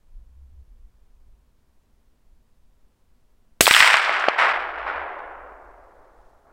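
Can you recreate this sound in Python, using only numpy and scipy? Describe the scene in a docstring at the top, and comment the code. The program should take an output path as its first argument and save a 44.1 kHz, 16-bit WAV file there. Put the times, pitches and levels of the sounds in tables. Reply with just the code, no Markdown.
"""First comes the faint hiss of a still, snowy forest, with puffs of air and a low hum that comes and goes.
Then one rifle shot goes off, close enough to overload the microphone. Trunks throw back sharp cracks,
and the bang rolls away through the trees, duller the farther it has travelled. The thud of the bullet's
strike returns from far off, and snow rustles softly at the end."""
import sys
import numpy as np
from scipy import signal
from scipy.fft import rfft, irfft, next_fast_len
from scipy.io import wavfile
from scipy.ndimage import uniform_filter1d

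SR = 44100
rng = np.random.default_rng(int(sys.argv[2]) if len(sys.argv) > 2 else 0)


def unload_wav(signal):
    """Save mono or channel-first audio to the path in sys.argv[1] as 16-bit WAV at rate SR, clipped to [-1, 1]."""
    wavfile.write(
        sys.argv[1],
        SR,
        np.round(np.clip(np.atleast_2d(signal).T, -1, 1) * 32767).astype(np.int16),
    )


N = 287532
TIME = np.arange(N) / SR
SHOT_S, STRIKE_S = 3.6084, 4.2842


def from_db(db):
    """Turn decibels (dB) into a number to multiply by."""
    return 10 ** (np.asarray(db) / 20)


def rms_one(x):
    """Scale a sound so that its average strength (rms) is 1."""
    return x / np.sqrt(np.mean(x ** 2) + 1e-20)


def cut(x, hz, keep, order=2):
    """Keep the "low" or "high" side of hz; a higher order cuts more steeply."""
    return signal.sosfilt(signal.butter(order, min(hz, .45 * SR), keep, fs=SR, output="sos"), x + 1e-18)


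def band(x, bottom_hz, top_hz, bottom_order=2, top_order=2):
    """Keep what lies between two frequencies."""
    return cut(cut(x, top_hz, "low", top_order), bottom_hz, "high", bottom_order)


def colour_gain(colour, hz):
    """Read the gain at hz from a colour table, which says how strong lows and highs are."""
    points_hz, levels_db = np.transpose(colour)
    return from_db(np.interp(np.log(hz), np.log(points_hz), levels_db))


def noise(colour):
    """Noise of a given colour, with strength 1."""
    bin_hz = np.maximum(np.fft.rfftfreq(N, 1 / SR), 1)
    return rms_one(irfft(rfft(rng.standard_normal(N)) * colour_gain(colour, bin_hz), N))


def wander(hz):
    """A slow random wobble of strength 1; a higher hz wobbles faster."""
    return rms_one(cut(rng.standard_normal(N), hz, "low"))


def swell(peak_s, width_s, level_db):
    """A smooth, bell-shaped rise and fall of power."""
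    return from_db(level_db) ** 2 * np.exp(-((TIME - peak_s) / width_s) ** 2 / 2)


def dying(start, t60):
    """A level that jumps to 1, then drops 60 dB every t60 seconds."""
    return (TIME >= start) * from_db(-60 * np.maximum(TIME - start, 0) / t60)


def shock(start, push_s):
    """A blast wave: a sudden push of height 1, then a longer, weaker suction."""
    age = np.maximum(TIME - start, 0) / push_s
    return (TIME >= start) * (1 - age) * np.exp(-np.minimum(age, 50))


# The colour of the quiet forest. Each row: frequency in Hz, relative level in dB.
HISS_COLOUR = [(60, -0.5), (100, -3.5), (150, -7.5), (200, -8), (233, -4.5), (280, -11.5), (400, -13),
               (600, -15.5), (800, -18.5), (980, -17), (1250, -21), (2000, -25.5), (4000, -29), (8000, -32),
               (15500, -35)]

def forest_hiss(level_db=-67.06):
    """The still forest gives a faint, steady hiss."""
    return from_db(level_db) * noise(HISS_COLOUR)


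def forest_rumble(sway_db=-59, rumble_db=-69):
    """Slow swings of air pressure and a deep rumble lie under everything."""
    sway = from_db(sway_db) * wander(hz=12)
    return sway + from_db(rumble_db) * rms_one(band(rng.standard_normal(N), 38, 64, top_order=5))


# Puffs of air. Each row: time of the peak in seconds, width in seconds, relative level in dB.
PUFFS = [(.19, 0.044, -39.5), (.45, 0.18, -47), (.82, 0.12, -46.5), (1.26, 0.089, -46.5),
         (2.35, 0.057, -49.5)]

def air_puffs(level_db=-3, calm_db=-61.5):
    """Air stirs at the microphone, swelling now and then into a soft, deep puff."""
    strength = np.sqrt(from_db(calm_db) ** 2 + sum(swell(*puff) for puff in PUFFS))
    return from_db(level_db) * strength * rms_one(band(rng.standard_normal(N), 14, 38, top_order=3))


# Swells of the hum. Each row: peak time in seconds, width in seconds, relative level in dB, pitch in Hz.
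HUM_SWELLS = [(.38, 0.042, -44.5, 63.9), (.55, 0.048, -46.5, 69.9), (.82, 0.12, -53.5, 44.9),
              (4.62, 0.051, -52.5, 56), (4.84, .05, -49, 54), (4.97, .04, -48.5, 65),
              (5.29, 0.062, -57.5, 51.2), (5.64, .13, -51.5, 46.04), (6.18, 0.033, -57, 42.9)]

def low_hum(level_db=-2, waver=.5):
    """A wavering hum glides from the pitch of one swell to that of the next."""
    peaks_s, _, _, pitches_hz = np.transpose(HUM_SWELLS)
    hz = np.interp(TIME, peaks_s, pitches_hz)
    phase = 2 * np.pi * np.cumsum(hz) / SR + wander(hz=5)
    strength = np.sqrt(sum(swell(s, width, db) for s, width, db, _ in HUM_SWELLS))
    return from_db(level_db) * strength * (1 + waver * wander(hz=8.5)) * np.sqrt(2) * np.sin(phase)


# The colour of the gas burst and the bright spray. Each row: frequency in Hz, relative level in dB.
SPRAY_COLOUR = [(25, -10), (50, 0.5), (160, -11.5), (400, -0.5), (650, -1.5), (1000, -12), (1500, -1.5),
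                (3000, -0.5), (4800, 0), (6200, -3.5), (7900, 4), (10000, -2), (15500, -3.5)]

def rifle_shot(lead_s=.0011, push_s=.00048, swing_hz=660, handover_s=3.65):
    """A short crack leads the blast and its burst of gas; sound sprays back off close twigs and snow."""
    crack = from_db(-8) * rms_one(band(rng.standard_normal(N), 1300, 2500))
    crack *= dying(SHOT_S - lead_s, t60=.02)
    blast = -from_db(8) * shock(SHOT_S, push_s)
    # the blast leaves a brief, hollow swing behind it
    blast -= from_db(-5) * np.sin(2 * np.pi * swing_hz * (TIME - SHOT_S)) * dying(SHOT_S, t60=.016)
    gas = from_db(1) * rms_one(band(noise(SPRAY_COLOUR), 380, 7000, top_order=1))
    gas *= dying(SHOT_S + push_s / 2, t60=.02)
    spray = from_db(-16) * noise(SPRAY_COLOUR) * dying(SHOT_S, t60=.5)
    # the close twigs are soon all reached, and the spray gives way to the rolling echo
    spray *= from_db(-60 * np.maximum(TIME - handover_s, 0) / .22)
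    return crack + blast + gas + spray


# Groups of trees, each sending back one wave of the rolling echo. Each row: start, rise time and hold
# time in seconds, relative level in dB, fall in dB per second, extra treble from a clear path in dB.
TREE_GROUPS = [(3.648, 0.21, 0.033, -20.5, 35, -.5), (4.002, 0.15, .03, -25.5, 19.5, -1),
               (4.38, .012, 0.072, -19.5, 62.5, 7.5), (4.731, .06, .02, -33.5, 31, 9),
               (4.857, 0.026, 0.025, -29, 26, 12), (5.92, .08, .02, -57, 19.5, 3),
               (6.437, 0.063, .05, -55.5, 26, -1)]

def echo_waves(rise_power=.62, clear_fade_s=.25):
    """The waves rise, hold and fall; gives their joint level and their extra treble, both in dB."""
    power, treble = np.full(N, 1e-14), np.zeros(N)
    for start, rise, hold, level_db, fall_db_per_s, clear_db in TREE_GROUPS:
        rising = np.clip((TIME - start) / rise, 0, 1) ** rise_power
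        fallen_db = fall_db_per_s * np.maximum(TIME - start - rise - hold, 0)
        wave = (rising * from_db(level_db - fallen_db)) ** 2
        power += wave
        # later echoes come from deeper among the trees, so the extra treble fades
        treble += wave * clear_db * np.exp(-np.maximum(TIME - start, 0) / clear_fade_s)
    return 10 * np.log10(power), treble / power


# The colour of the rolling echo before it dulls. Each row: frequency in Hz, relative level in dB.
ROLL_COLOUR = [(100, -60), (180, -44.5), (280, -29.5), (450, -18), (700, -6.5), (1000, -1), (1500, 5.5),
               (2200, 7), (3000, 3.5), (4200, -1), (5300, 0.5), (6500, -7.5), (8100, 1.5), (10000, -8.5),
               (15500, -9.5)]

def rolling_echo(level_db=-1, echoes_per_s=5000, loss_power=.53, patchy_db=1.3):
    """Thousands of small echoes merge; air and snow take more treble as their paths grow longer."""
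    after = TIME >= SHOT_S
    age = TIME[after] - SHOT_S
    count = len(age)
    waves_db, clear_db = (curve[after] for curve in echo_waves())
    travel_loss_db = np.minimum(-7.5 + 38 * age ** .63, 58)
    # some paths are clearer than others, so the treble comes in patches
    dull_db = travel_loss_db - clear_db + patchy_db * wander(hz=25)[after]
    # echoes differ in strength, a little more so early on
    grain_db = 3 + .7 * np.exp(-age / .8)
    echoes = (rng.random(count) < echoes_per_s / SR) * rng.choice([-1, 1], count)
    echoes = echoes * from_db(grain_db * np.minimum(rng.exponential(1, count), 3.5))
    echoes /= np.sqrt(np.maximum(uniform_filter1d(echoes ** 2, size=800), 1e-9))  # even out the level
    size = next_fast_len(count)
    bin_hz = np.maximum(np.fft.rfftfreq(size, 1 / SR), 1)
    # scaled so that the octave round 1 kHz has a strength of about 1
    spectrum = rfft(echoes, size) * colour_gain(ROLL_COLOUR, bin_hz) * np.sqrt(SR / 2 / 800)
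    # split into overlapping bands, so that each can fade at its own pace
    centres_hz = np.geomspace(300, 16000, 18)
    band_number = np.interp(np.log(bin_hz), np.log(centres_hz), np.arange(len(centres_hz)))
    out = np.zeros(N)
    for k, hz in enumerate(centres_hz):
        # this band's share of the dulling: 0 at 1 kHz, 1 at 4 kHz
        share = ((max(hz, 380) / 1000) ** loss_power - 1) / (4 ** loss_power - 1)
        one_band = irfft(spectrum * np.maximum(1 - abs(band_number - k), 0), size)[:count]
        out[after] += one_band * from_db(level_db + waves_db - dull_db * share)
    return out


def faint_trunks(per_s=32, from_s=3.68, until_s=4.27, fade_db_per_s=12, count=64):
    """Fainter trunks answer from random distances; gives rows like those of LOUD_TRUNKS."""
    starts = from_s + np.cumsum(rng.uniform(.2, 1.8, count)) / per_s
    levels_db = -14.5 - fade_db_per_s * (starts - from_s) + 2 * rng.standard_normal(count)
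    thickness = np.exp(.17 * rng.standard_normal(count))
    return np.transpose([starts, levels_db, thickness])[starts < until_s]


# The loudest echoes off single trunks.
# Each row: start in seconds, relative level in dB, thickness (1 is an ordinary trunk).
LOUD_TRUNKS = [(3.6576, -10.5, 0.73), (3.6682, -2.5, 1.16), (3.6772, -4.5, 2.7), (3.6850, -12.5, 0.76),
               (3.7100, -1.5, 0.93), (3.7131, -9.5, 1.4), (3.739, -6, 0.79), (3.7480, -5, 0.84),
               (3.7646, -3, 1.24), (3.8037, -3.5, 1), (3.8056, -5, 1), (3.8248, -4.5, 1.1), (3.8312, -9, 1),
               (3.845, -7.5, 1), (3.8757, -9.5, .9), (3.9017, -9.5, 1.08), (3.9217, -10.5, 1.28),
               (3.9414, -4.5, 1.09), (3.9455, -11, 1), (3.9699, -11.5, 1), (4.0940, -12.5, 0.97),
               (4.2417, -16, 1.05), (4.3891, -13.5, 0.84), (4.4221, -9.5, 1), (4.868, -23, 1.1),
               (4.900, -21.5, 1.03)]

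def trunk_echoes(level_db=-.47, bark_roughness=.35, snap_s=.00084, size=1024):
    """Each trunk returns the blast as a snap, frayed by its bark; far or thick trunks sound lower."""
    out, age = np.zeros(N), np.arange(size) / SR
    click = age == 0
    for (start, db, thickness), fray in zip([*LOUD_TRUNKS, *faint_trunks()],
                                            rng.standard_normal((96, size))):
        # an ordinary trunk snaps near 2400 Hz when the sound has travelled for 0.1 seconds
        hz = 2400 * ((start - SHOT_S) / .1) ** -.26 / thickness
        snap = bark_roughness * fray * np.exp(-(age / snap_s) ** 2 / 2) - click
        snap = band(snap, .58 * hz, 1.403 * hz, bottom_order=3, top_order=5)
        snap /= np.sqrt(np.sum(snap ** 2) / (.002 * SR))  # strength 1 if spread over 2 milliseconds
        at = round(start * SR)
        out[at:at + size] += from_db(level_db + db) * snap
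    return out


# Echoes off the nearest slopes. Each row: start in seconds, relative level in dB.
SLOPES = [(3.7083, -18), (3.7643, -24.5), (3.8048, -31.5), (3.94, -35)]

def slope_thumps(top_hz=200, push_s=.0014):
    """The slopes send back the bass of the blast as soft thumps."""
    return cut(sum(-from_db(db) * shock(s, push_s) for s, db in SLOPES), top_hz, "low")


# Echoes off needle-covered branches.
# Each row: start in seconds, level in dB, rough pitch in Hz, seconds to fade by 60 dB.
BRANCHES = [(3.9697, -17, 6460, 0.006), (4.047, -29, 4000, 0.055), (4.126, -23, 3020, .03),
            (4.197, -39.5, 6500, 0.041), (4.785, -49, 3800, .04), (5.190, -57, 3410, .04)]

def branch_echoes():
    """Each branch scatters the blast into a short, bright spit of hiss."""
    needles, out = rng.standard_normal(N), np.zeros(N)
    for start, db, hz, t60 in BRANCHES:
        hiss = rms_one(band(needles, .71 * hz, 1.04 * hz, bottom_order=3, top_order=4))
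        out += from_db(db) * hiss * dying(start, t60)
    return out


def bullet_strike(thud_push_s=.00035, slap_delay_s=.0017):
    """The bullet lands far away: a hollow thud, a sharper slap just after it, and a brief splintering."""
    slap_s = STRIKE_S + slap_delay_s
    thud = band(-from_db(13) * shock(STRIKE_S - thud_push_s, thud_push_s), 520, 1000, top_order=4)
    slap = band(-from_db(12) * shock(slap_s, push_s=.00022), 750, 2400, top_order=3)
    splinters = rms_one(band(rng.standard_normal(N), 950, 3600, top_order=4))
    return thud + slap + from_db(-14) * splinters * dying(slap_s, t60=.025)


# Swells of the rustle. Each row: time of the peak in seconds, width in seconds, level in dB.
RUSTLES = [(5.9, .45, -81.5), (6.27, .05, -79)]
# The colour of the rustle. Each row: frequency in Hz, relative level in dB.
RUSTLE_COLOUR = [(500, -14), (2000, 0), (4000, 0), (8000, -4), (15500, -15)]

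def snow_rustle(flicker_db=1.5):
    """A soft, flickering hiss, like snow sifting off the branches."""
    strength = np.sqrt(sum(swell(*row) for row in RUSTLES))
    return strength * from_db(flicker_db * wander(hz=30)) * noise(RUSTLE_COLOUR)


def scene():
    """The shot, its echoes and the quiet forest add up at one microphone."""
    shot = rifle_shot() + trunk_echoes() + branch_echoes() + slope_thumps() + rolling_echo()
    shot += bullet_strike()
    forest = air_puffs() + forest_rumble() + low_hum() + forest_hiss() + snow_rustle()
    return (shot + forest)[None]


def record(dry, hardness=14, top_hz=15800):
    """The microphone overloads, flattening the loudest peaks; then the highest treble is cut away."""
    clipped = dry / (1 + np.abs(dry) ** hardness) ** (1 / hardness)
    return signal.sosfilt(signal.ellip(10, .1, 70, top_hz, fs=SR, output="sos"), clipped)


dry = scene()
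out = record(dry)
unload_wav(out)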